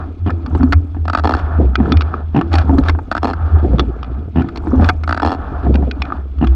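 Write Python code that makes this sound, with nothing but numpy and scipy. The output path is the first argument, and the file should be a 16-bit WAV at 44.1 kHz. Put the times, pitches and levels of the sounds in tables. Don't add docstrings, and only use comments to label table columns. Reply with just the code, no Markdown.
import sys
import numpy as np
from scipy import signal
from scipy.fft import rfft, irfft, next_fast_len
from scipy.io import wavfile
from scipy.ndimage import uniform_filter1d, minimum_filter1d

SR = 44100
rng = np.random.default_rng(int(sys.argv[2]) if len(sys.argv) > 2 else 0)


def transcribe(u):
    v = np.clip(np.atleast_2d(u).T, -1, 1)
    q = np.round(v * 32767).astype(np.int16)
    wavfile.write(sys.argv[1], SR, q)


N = 288855
TIME = np.arange(N) / SR

# frequency in Hz, relative level in dB.
BODY_COLOUR = [(100, -18.5), (200, 2.5), (275, 5), (400, 1.5), (550, -6.5), (750, -0.5), (1020, -12.5),
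               (1280, -6), (1550, -4.5), (1770, -9.5), (2000, -18.5), (3000, -41), (8000, -69.5)]
TREBLE_COLOUR = [(1000, -29), (2000, 4.5), (2500, 3.5), (3450, -1), (4700, 0), (5000, -10.5), (5300, -5),
                 (6000, -14), (7200, -18.5), (8800, -28), (13000, -35.5), (16000, -39.5)]
ROLL_COLOUR = [(300, -36), (520, -7.5), (720, 1.5), (1000, -6.5), (1280, 0.5), (1650, -10.5), (2000, -27.5),
               (3000, -37), (6000, -75)]
# start and length in seconds, relative level in dB, gap between bumps in seconds.
FINISHES = [(0.263, 0.029, -2.5, 0.0098), (2.347, 0.056, 2, 0.014), (4.359, .05, 1, .012),
            (6.413, 0.03, 1.5, 0.013)]


def from_db(db):
    return 10 ** (np.asarray(db) / 20)


def unit(x):
    return x / np.sqrt(np.mean(abs(x) ** 2) + 1e-20)


def add(mix, s, sound):
    part = mix[max(round(s * SR), 0):][:len(sound)]
    part += sound[:len(part)]


def colour_at(colour, hz):
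    f, db = np.transpose(colour)
    return from_db(np.interp(np.log(hz + 1), np.log(f), db))


def tinted(x, colour):
    size = next_fast_len(N)
    gain = colour_at(colour, np.fft.rfftfreq(size, 1 / SR))
    return unit(irfft(rfft(x, size) * gain, size)[:N])


def resonance(x, hz, width_hz):
    return signal.lfilter(*signal.iirpeak(hz, hz / width_hz, fs=SR), x)


def drift(per_s):
    size = next_fast_len(N)
    lowpass = np.exp(-(np.fft.rfftfreq(size, 1 / SR) / per_s) ** 2)
    return unit(irfft(rfft(rng.standard_normal(size)) * lowpass, size)[:N])


def grains(per_s, spread_db):
    sizes = from_db(spread_db * np.minimum(rng.exponential(1, N), 4)) * rng.choice([-1, 1], N)
    return unit(sizes * (rng.random(N) < per_s / SR))


def bubbles(per_s, spread_db, low_hz, high_hz, cycles, glide, count=24):
    out = np.zeros(N)
    for hz in np.geomspace(low_hz, high_hz, count):
        age = np.arange(round(cycles * SR / hz)) * hz / (cycles * SR)
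        ping = np.sin(2 * np.pi * cycles * age * (1 + glide * age)) * age * np.exp(-7 * age)
        out += unit(signal.oaconvolve(grains(per_s / count, spread_db), ping)[:N])
    return unit(out)


def note(hz, t60, rise_s, size, glide=0):
    t = np.arange(size) / SR
    envelope = from_db(-60 * t / t60) * (1 - np.exp(-t / rise_s))
    return envelope * np.sin(2 * np.pi * hz * t * (1 + glide * t))


def blow(colour, hz, width_hz, skirt_db, scatter, t60, head_s, rise_s, size=4096):
    f, t = np.fft.rfftfreq(size, 1 / SR), np.arange(size) / SR
    peak = 1 / (1 + (2 * (f - hz) / width_hz) ** 2)
    gain = colour_at(colour, f) * (from_db(skirt_db) + peak)
    cepstrum = irfft(np.log(gain + 1e-7))
    cepstrum[1:size // 2] *= 2
    cepstrum[size // 2 + 1:] = 0
    echoes = rng.standard_normal(size) * from_db(-60 * t / t60) * (1 - np.exp(-t / rise_s))
    paths = 1 + scatter * rfft(echoes) / np.linalg.norm(echoes)
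    sound = irfft(np.exp(rfft(cepstrum)) * paths)
    return sound / np.sqrt(np.mean(sound[:round(head_s * SR)] ** 2))


def swell(s, length, rise_s, fall_s):
    return np.exp(np.minimum(TIME - s, 0) / rise_s - np.maximum(TIME - s - length, 0) / fall_s)


def stroke(idle_db, linger, **part_db):
    # start and length in seconds, relative level in dB.
    washes = [(.59, 0.026, -0.5), (2.70, 0.13, 0.5), (4.73, 0.1, 0.5)]
    slides = [(1.412, 0.17, -0.5), (3.426, 0.18, -1.5), (5.399, 0.26, -2.5)]
    catches = [(1.601, 0.051, 1), (1.789, 0.15, 0.5), (3.624, 0.2, 1), (5.634, 0.24, -0.5)]
    drives = [(0, 0.0025, 5.5), (1.834, 0.35, 2.5), (3.913, 0.27, -4.5), (6.064, 0.1, 2)]
    parts = dict(finish=(FINISHES, 0.013, 0.32), wash=(washes, 0.089, 0.15), slide=(slides, 0.1, 0.021),
                 catch=(catches, 0.014, 0.1), drive=(drives, 0.1, 0.045))
    power = from_db(idle_db) ** 2
    for name, level_db in part_db.items():
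        rows, rise_s, base_fall_s = parts[name]
        for s, length, db, *_ in rows:
            power += (from_db(level_db + db) * swell(s, length, rise_s, base_fall_s * linger)) ** 2
    return np.sqrt(power)


def hull(hum_hz=79.3, shaking_db=4.0):
    # start and length in seconds, sag in Hz.
    loads = [(1.653, 0.1378, 12.8), (3.688, .45, 19.5), (5.675, 1, 13)]
    # time in seconds, relative level in dB.
    hum_level = [(0.0, -21), (0.16, -30), (0.31, -16.5), (0.46, -26.5), (0.62, -12), (0.97, -25),
                 (0.99, -16.5), (1.53, -17), (1.55, -11), (1.9, -19), (1.97, -10.5), (2.13, -26.5),
                 (2.59, -15), (2.94, -13), (3.06, -39), (3.1, -22.5), (3.76, -9.5), (3.79, -18),
                 (3.87, -12), (3.92, -21.5), (4.34, -26.5), (4.41, -12), (4.54, -35.5), (4.83, -11),
                 (4.87, -15), (5.56, -25.5), (5.67, -9.5), (5.73, -16), (5.78, -9), (5.84, -21.5),
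                 (6.37, -24), (6.55, -10)]
    # frequency in Hz, relative level in dB.
    heave_colour = [(10, -17.5), (25, -11.5), (38, -11.5), (55, -2), (80, 1), (130, -39), (300, -80)]
    sag = sum(sag_hz * swell(s, length, 0.0601, 0.0601) for s, length, sag_hz in loads)
    turns = np.cumsum(hum_hz - sag + 2.714 * drift(per_s=11.26)) / SR
    level_db = np.interp(TIME, *np.transpose(hum_level)) + shaking_db * drift(per_s=14)
    hum = from_db(level_db - 0.84) * unit(np.sin(2 * np.pi * turns))
    heaving = stroke(idle_db=-30.5, linger=1.1, wash=-16.5, slide=-23, catch=-24)
    return hum + heaving * tinted(rng.standard_normal(N), heave_colour)


def water():
    # frequency in Hz, relative level in dB.
    churn_colour = [(60, -26), (105, 5), (150, -3), (200, -1.5), (270, 1.5), (350, -1), (450, -4.5),
                    (560, -13.5), (730, -16.5), (950, -30.5), (1600, -42.5), (4000, -91.5)]
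    spray_colour = [(1200, -23.5), (2100, 7.5), (3500, 0.5), (4700, -3), (6000, -17.5), (7000, -19),
                    (8200, -31), (14000, -70)]
    fizz_colour = [(2000, -2.5), (6500, -4), (8200, -10), (11500, -16), (14000, -50)]
    gurgle = bubbles(per_s=320, spread_db=2, low_hz=112, high_hz=929, cycles=5.13, glide=0.11)
    gurgle += 1.4 * rng.standard_normal(N)
    churning = stroke(idle_db=-35.5, linger=0.62, finish=-30, wash=-21, slide=-29.5, catch=-19,
                      drive=-31.5)
    churn = churning * from_db(2.8 * drift(per_s=34)) * tinted(gurgle, churn_colour)
    drops = bubbles(per_s=900, spread_db=3.2, low_hz=2000, high_hz=10000, cycles=8, glide=0.02)
    drops += 2.2 * rng.standard_normal(N)
    spraying = stroke(idle_db=-62, linger=0.38, finish=-52.5, wash=-53.5, slide=-53, catch=-53.5,
                      drive=-56.5)
    spray = spraying * from_db(1.6 * drift(per_s=34)) * tinted(drops, spray_colour)
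    fizz = from_db(-74) * tinted(rng.standard_normal(N), fizz_colour)
    splash = bubbles(per_s=330, spread_db=4.5, low_hz=399.4, high_hz=886, cycles=15, glide=0.12, count=9)
    splash *= stroke(idle_db=-69.5, linger=0.17, wash=-37, catch=-33.5)
    return churn + splash + spray + fizz


def droplets():
    ticks = bubbles(per_s=160, spread_db=2.5, low_hz=3000, high_hz=8000, cycles=9, glide=0.05)
    ticks *= stroke(idle_db=-78.5, linger=0.86, wash=-61.5, catch=-73.5)
    crackle = bubbles(per_s=200, spread_db=2.5, low_hz=600, high_hz=1350, cycles=10, glide=0.08)
    crackle *= stroke(idle_db=-60, linger=0.31, wash=-34)
    return ticks + crackle


def wheels_and_ripples():
    grit = 0.57 * grains(per_s=1800, spread_db=5) + rng.standard_normal(N)
    waver_db = 1.3 * drift(per_s=18)
    rolling = stroke(idle_db=-52, linger=1, finish=-39.5, wash=-37, slide=-26.5, catch=-41.5, drive=-34)
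    return rolling * from_db(waver_db) * tinted(grit, ROLL_COLOUR)


def plops(swell_s=0.0059, glide=0.3):
    # start in seconds, relative level in dB, starting pitch in Hz.
    trapped_air = [(1.6, -23, 670), (1.604, -24, 523), (1.624, -23, 386), (1.897, -22.5, 430),
                   (1.913, -32, 382), (2.693, -21, 896), (2.725, -22.5, 685), (2.746, -17.5, 365),
                   (2.78, -22.5, 543), (3.64, -19.5, 377), (3.642, -21.5, 725), (3.704, -27, 382),
                   (3.73, -18, 512), (3.777, -30, 338), (3.79, -14.5, 345), (3.886, -23, 350),
                   (4.729, -21.5, 537), (4.793, -31, 743), (4.818, -21.5, 570), (5.661, -26, 685),
                   (5.666, -30, 370), (5.746, -25, 525)]
    out, t = np.zeros(N), np.arange(SR // 8) / SR
    envelope = t / swell_s * np.exp(1 - t / swell_s)
    for s, db, hz in trapped_air:
        add(out, s, from_db(db) * envelope * np.sin(2 * np.pi * hz * t * (1 + glide * t)))
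    return out


def glugs():
    # start in seconds, relative level in dB, starting pitch in Hz, seconds to fall 60 dB.
    pockets = [(.475, -11, 248, 0.14), (.607, 0.5, 245.6, 0.12), (0.633, 7, 254, 0.12),
               (.69, -15, 279.3, 0.68), (2.538, -1, 317, 0.041), (2.698, -4.5, 267, 0.19),
               (2.728, 1, 269, 0.094), (2.786, 5, 262, 0.048), (4.674, -6, 314, 0.084),
               (4.731, 3.5, 255, 0.16)]
    out = np.zeros(N)
    for s, db, hz, t60 in pockets:
        add(out, s, from_db(db) * note(hz, t60, rise_s=0.0024, size=SR // 3, glide=0.091))
    return out


def grating(body_db=-25, treble_db=-43):
    # start and length of a turn in seconds, relative level in dB.
    turns = [(0.01, 0.063, -21), (1.381, 0.018, -1.5), (2.519, 0.1, -1.5), (2.855, 0.043, -2),
             (4.812, 0.082, -1.5)]
    turning = sum(from_db(db) * swell(s, length, rise_s=0.005, fall_s=0.012) for s, length, db in turns)
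    slips = grains(per_s=1800, spread_db=1.5)
    body = from_db(body_db) * tinted(slips, ROLL_COLOUR)
    treble = from_db(treble_db) * tinted(slips, TREBLE_COLOUR)
    return turning * (body + treble)


def frame_ring(ring_db=-24):
    out = np.zeros(N)
    tone = note(hz=334, t60=0.82, rise_s=0.0045, size=SR // 2)
    for s, length, db, _ in FINISHES:
        add(out, s + length, from_db(ring_db + db) * tone)
    return out


def seat_judders(middle_db=-15.5, ends_db=-2, hz=242):
    return [(s + late, middle_db + db + ends_db * (2 * late / length - 1) ** 2, hz)
            for s, length, db, gap_s in FINISHES for late in np.arange(0, length, gap_s)]


def oar_rattle(tick_db=-25, tock_db=-14, lag_s=0.002):
    out = np.zeros(N)
    for s, db, _ in seat_judders():
        tock = blow(BODY_COLOUR, 1100, width_hz=430, skirt_db=-37.5, scatter=0.28,
                    t60=0.016, head_s=0.0026, rise_s=0.0015)
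        tick = blow(TREBLE_COLOUR, 2780, width_hz=550, skirt_db=-20.5, scatter=2.6,
                    t60=0.0099, head_s=0.0099, rise_s=0.0015)
        add(out, s + lag_s, from_db(db + tock_db) * tock + from_db(db + tick_db) * tick)
    return out


def hull_thumps():
    # start in seconds, relative level in dB, resonance in Hz.
    thumps = [(0.552, -19.5, 315), (0.6, -20, 247), (0.967, -27.5, 270), (1.612, -19, 256),
              (1.788, -22, 275), (1.802, -12, 213), (2.695, -15, 292), (2.783, -15.5, 267),
              (3.648, -27.5, 297), (3.733, -21.5, 250), (4.444, -21.5, 247), (4.671, -23, 290),
              (4.798, -11.5, 257), (4.827, -13.5, 252), (5.667, -18, 244), (5.75, -17, 250),
              (5.825, -23.5, 224)]
    # frequency in Hz, relative level in dB.
    shell_colour = [(40, -39), (100, 5), (170, -1.5), (270, -5.5), (360, -3), (550, -12.5), (760, 2),
                    (1020, -7), (1350, -14.5), (1750, -15), (2200, -26), (6000, -62.5)]
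    out = np.zeros(N)
    for s, db, hz in thumps + seat_judders():
        boom = blow(shell_colour, hz, width_hz=132, skirt_db=-24.5, scatter=0.71,
                    t60=0.058, head_s=0.0087, rise_s=0.003)
        add(out, s, from_db(db) * boom)
    return out


def rigger_pings():
    # start in seconds, relative level in dB, pitch in Hz.
    pings = [(1.921, -15.5, 3490), (3.794, -13.5, 3490)]
    out = np.zeros(N)
    for s, db, hz in pings:
        add(out, s, from_db(db) * note(hz, t60=0.038, rise_s=0.001, size=SR // 8))
    return out


def collar_snaps(dull_hz=6000):
    # start in seconds, body level in dB and pitch in Hz, ring level in dB and pitch in Hz.
    snaps = [(1.755, -13, 1325, -20, 2330), (1.858, -23, 1270, -54, 3500), (1.921, -16, 1260, -20.5, 3500),
             (1.97, -32, 1190, -26.5, 2520), (2.009, -20, 1175, -25.5, 2900), (2.019, -24, 1370, -29, 2850),
             (2.14, -16, 1160, -43, 2410), (3.784, -25, 1130, -35, 3580), (3.795, -15, 1230, -20, 3450),
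             (4.03, -26, 1120, -37, 2800), (4.044, -40, 1190, -44, 2900), (3.803, -21.5, 1200, -31, 3500),
             (5.742, -36.5, 1310, -35, 2640), (5.755, -29.5, 1500, -29, 2410),
             (5.912, -28, 1480, -26.5, 2500), (6.02, -22, 1080, -20, 2450), (6.053, -30, 1350, -39.5, 2470),
             (6.103, -23, 1260, -62, 2450), (6.122, -15.5, 1194, -44, 2440)]
    out = np.zeros(N)
    for s, body_db, body_hz, ring_db, ring_hz in snaps:
        body = blow(BODY_COLOUR, body_hz, width_hz=300, skirt_db=-29.5, scatter=0.5,
                    t60=0.014, head_s=0.0073, rise_s=0.003)
        ring = blow(TREBLE_COLOUR, ring_hz, width_hz=400, skirt_db=-6, scatter=2,
                    t60=0.014, head_s=0.007, rise_s=0.0012)
        add(out, s, from_db(body_db) * body + from_db(ring_db) * ring)
    return signal.sosfilt(signal.butter(4, dull_hz, fs=SR, output="sos"), out)


def feather_thuds():
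    # start of a feathering in seconds, relative level in dB.
    feathers = [(0.73, -26), (2.895, -22.5), (4.896, -7.5)]
    # pitch in Hz, relative level in dB, seconds to fall 60 dB.
    modes = [(298, 1.5, 0.04), (735, -8.5, 0.089), (900, -2, .035)]
    out, t = np.zeros(N), np.arange(SR // 8) / SR
    thud = sum(from_db(db - 60 * t / t60) * np.sin(2 * np.pi * hz * t) for hz, db, t60 in modes)
    for s, db in feathers:
        add(out, s, from_db(db) * thud)
    return out


def oar_clacks():
    # start in seconds, body level in dB and pitch in Hz, ring level in dB and pitch in Hz.
    clacks = [(0.296, -24, 1150, -56, 2700), (0.304, -24.5, 1250, -38.5, 2500),
              (0.462, -30.5, 1160, -42, 4630), (0.55, -24.5, 970, -44.5, 2850),
              (0.631, -22, 1040, -39.5, 4430), (0.724, -16.5, 1650, -23.5, 4420),
              (0.73, -16, 1210, -24, 2070), (0.947, -36, 1000, -60, 2440), (2.364, -18, 822, -34.5, 2600),
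              (2.412, -18, 1120, -34, 2770), (2.53, -30, 850, -29.5, 4400), (2.539, -19.5, 900, -27, 4600),
              (2.554, -18, 900, -25.5, 4600), (2.584, -22.5, 1450, -28, 4740),
              (2.784, -24, 1300, -34, 4150), (2.836, -30, 1250, -42, 2400), (2.885, -17.5, 1510, -26, 3660),
              (2.895, -17, 1080, -23, 2150), (2.95, -29, 1050, -58, 2420), (2.989, -25, 990, -51, 2470),
              (4.419, -29.5, 1440, -40.5, 2400), (4.487, -32, 1300, -42, 2280),
              (4.559, -30.5, 1010, -37, 4270), (4.573, -33, 970, -35.5, 4460),
              (4.671, -30.5, 985, -50, 2310), (4.844, -21, 1290, -30, 2500),
              (4.889, -13, 1500, -24.5, 3830), (4.895, -11.5, 1200, -19.5, 2140),
              (5.036, -29, 1190, -36, 2190), (6.385, -44, 1200, -53, 2837),
              (6.445, -25.5, 1140, -39.5, 2760), (6.471, -29, 1170, -34.5, 2860)]
    out = np.zeros(N)
    for s, body_db, body_hz, ring_db, ring_hz in clacks:
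        body = blow(BODY_COLOUR, body_hz, width_hz=400, skirt_db=-17, scatter=0.84,
                    t60=0.021, head_s=0.0082, rise_s=0.044)
        ring = blow(TREBLE_COLOUR, ring_hz, width_hz=210, skirt_db=-9, scatter=3,
                    t60=0.017, head_s=0.007, rise_s=0.0012)
        add(out, s, from_db(body_db) * body + from_db(ring_db) * ring)
    return out


def sleeve_chatter(ring_db=-24, ring_t60=0.12, scuff_db=-29):
    # start of a slip in seconds, relative level in dB, voice ("tick" or "tock").
    slips = [(1.053, -21.5, "tock"), (1.08, -11.5, "tick"), (1.098, -10, "tick"), (1.132, -8, "tick"),
             (1.149, -1.5, "tick"), (1.173, -9, "tick"), (1.185, -13, "tick"), (1.195, -13.5, "tick"),
             (1.237, -16, "tock"), (1.244, -9, "tock"), (1.253, -4.5, "tock"), (1.273, -7, "tock"),
             (1.293, -7.5, "tock"), (1.308, -11, "tock"), (1.32, -11.5, "tock"), (1.337, -9, "tick"),
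             (1.348, -11.5, "tock"), (1.367, -17, "tock"), (3.114, -7, "tick"), (3.123, -13.5, "tick"),
             (3.15, -11.5, "tick"), (3.166, -14, "tick"), (3.177, -10, "tick"), (3.22, -33, "tock"),
             (3.23, -9.5, "tock"), (3.244, -9.5, "tock"), (3.253, -7.5, "tock"), (3.271, -13.5, "tock"),
             (3.279, -14.5, "tock"), (3.289, -16, "tock"), (3.299, -15, "tock"), (3.309, -16, "tock"),
             (3.318, -25.5, "tock"), (3.333, -15.5, "tick"), (5.076, -14, "tick"), (5.092, -10.5, "tick"),
             (5.108, -12.5, "tick"), (5.125, -7, "tick"), (5.145, -13.5, "tick"), (5.165, -21, "tick"),
             (5.174, -10, "tick"), (5.198, -10.5, "tick"), (5.22, -11, "tock"), (5.23, -8.5, "tock"),
             (5.248, -7.5, "tock"), (5.261, -9, "tock"), (5.273, -10.5, "tock"), (5.283, -16, "tock"),
             (5.293, -15, "tock"), (5.304, -17, "tock"), (5.317, -11, "tock"), (5.326, -13.5, "tock"),
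             (5.337, -19, "tock"), (5.347, -19.5, "tock")]
    modes = {"tick": [(274.6, -10.5, 0.0054), (705, -6.5, 0.0023), (927, -18, 0.0064), (1296, -1.5, 0.0023),
             (1527, -7.5, 0.003), (1817, -21.5, 0.0021), (1955, -23, 0.003), (2565, -37, 0.0045),
             (2730, -28, 0.0027), (3970, -23.5, 0.00088), (4620, -25.5, 0.0026), (5090, -39, 0.0033)],
             "tock": [(280.5, -5, 0.0062), (424, -6.5, 0.0026), (769, -7, 0.0041), (857, 0, 0.0018),
             (1257, -5.5, 0.0021), (1710, -18.5, 0.0025), (2290, -42, 0.0022), (2776, -29, 0.0031),
             (3310, -31, 0.0024), (4190, -28, 0.0015), (4330, -24, 0.0019), (5130, -30, 0.0012)]}
    out, t = np.zeros(N), np.arange(4096) / SR
    for s, db, voice in slips:
        detune = 1 + 0.015 * rng.standard_normal()
        creak = np.zeros(len(t))
        for hz, mode_db, swell_s in modes[voice]:
            age = t / swell_s
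            burst = (age * np.exp(1 - age)) ** 3
            ring = from_db(ring_db - 60 * t / ring_t60) * (1 - np.exp(-age ** 2))
            stray_db, phase = rng.normal(0, [2, 0.8])
            tone = np.sin(2 * np.pi * hz * detune * t + phase)
            creak += from_db(mode_db + stray_db) * (burst + ring) * tone
        scuff = blow(TREBLE_COLOUR, 8300, width_hz=2500, skirt_db=3.5, scatter=2.3,
                     t60=0.014, head_s=0.013, rise_s=0.0033, size=2048)
        add(out, s, from_db(db) * creak)
        add(out, s, from_db(db + scuff_db) * scuff)
    return out


def deck(x):
    # centre and width in Hz, level in dB against the direct path.
    modes = [(277.3, 35, -6.5), (708, 70, -9), (863, 30, -12), (1296, 31, -18)]
    return x + sum(from_db(db) * resonance(x, hz, width_hz) for hz, width_hz, db in modes)


def camera_case(x):
    # centre and width in Hz, gain in dB.
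    bands = [(1758, 53, 6.5), (2250, 31, -12), (2433, 27, 5.5), (3405, 100, 6.5), (4446, 74, -0.5),
             (5010, 120, -10), (5300, 200, 4), (6370, 250, 2)]
    for hz, width_hz, db in bands:
        x = x + (from_db(db) - 1) * resonance(x, hz, width_hz)
    return x


def scene():
    knocks = (from_db(1.6) * oar_clacks() + from_db(-0.3) * collar_snaps() + feather_thuds()
              + from_db(4) * hull_thumps() + frame_ring() + oar_rattle() + rigger_pings())
    flow = (from_db(-5.5) * glugs() + from_db(1) * plops() + from_db(-1.77) * water()
            + from_db(-3) * wheels_and_ripples() + droplets())
    at_stern = deck(knocks + flow + grating()) + from_db(0.5) * sleeve_chatter() + hull()
    return camera_case(at_stern)[None]


def record(dry, ceiling=0.93, edge_hz=15500):
    allowed = np.minimum(1, ceiling / (abs(dry) + 1e-9))
    gain = uniform_filter1d(minimum_filter1d(allowed, size=161), size=161)
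    lowpass = signal.firwin(511, edge_hz, window=("kaiser", 9), fs=SR)
    return signal.oaconvolve(dry * gain, lowpass[None], "same")


dry = scene()
out = record(dry)
transcribe(out)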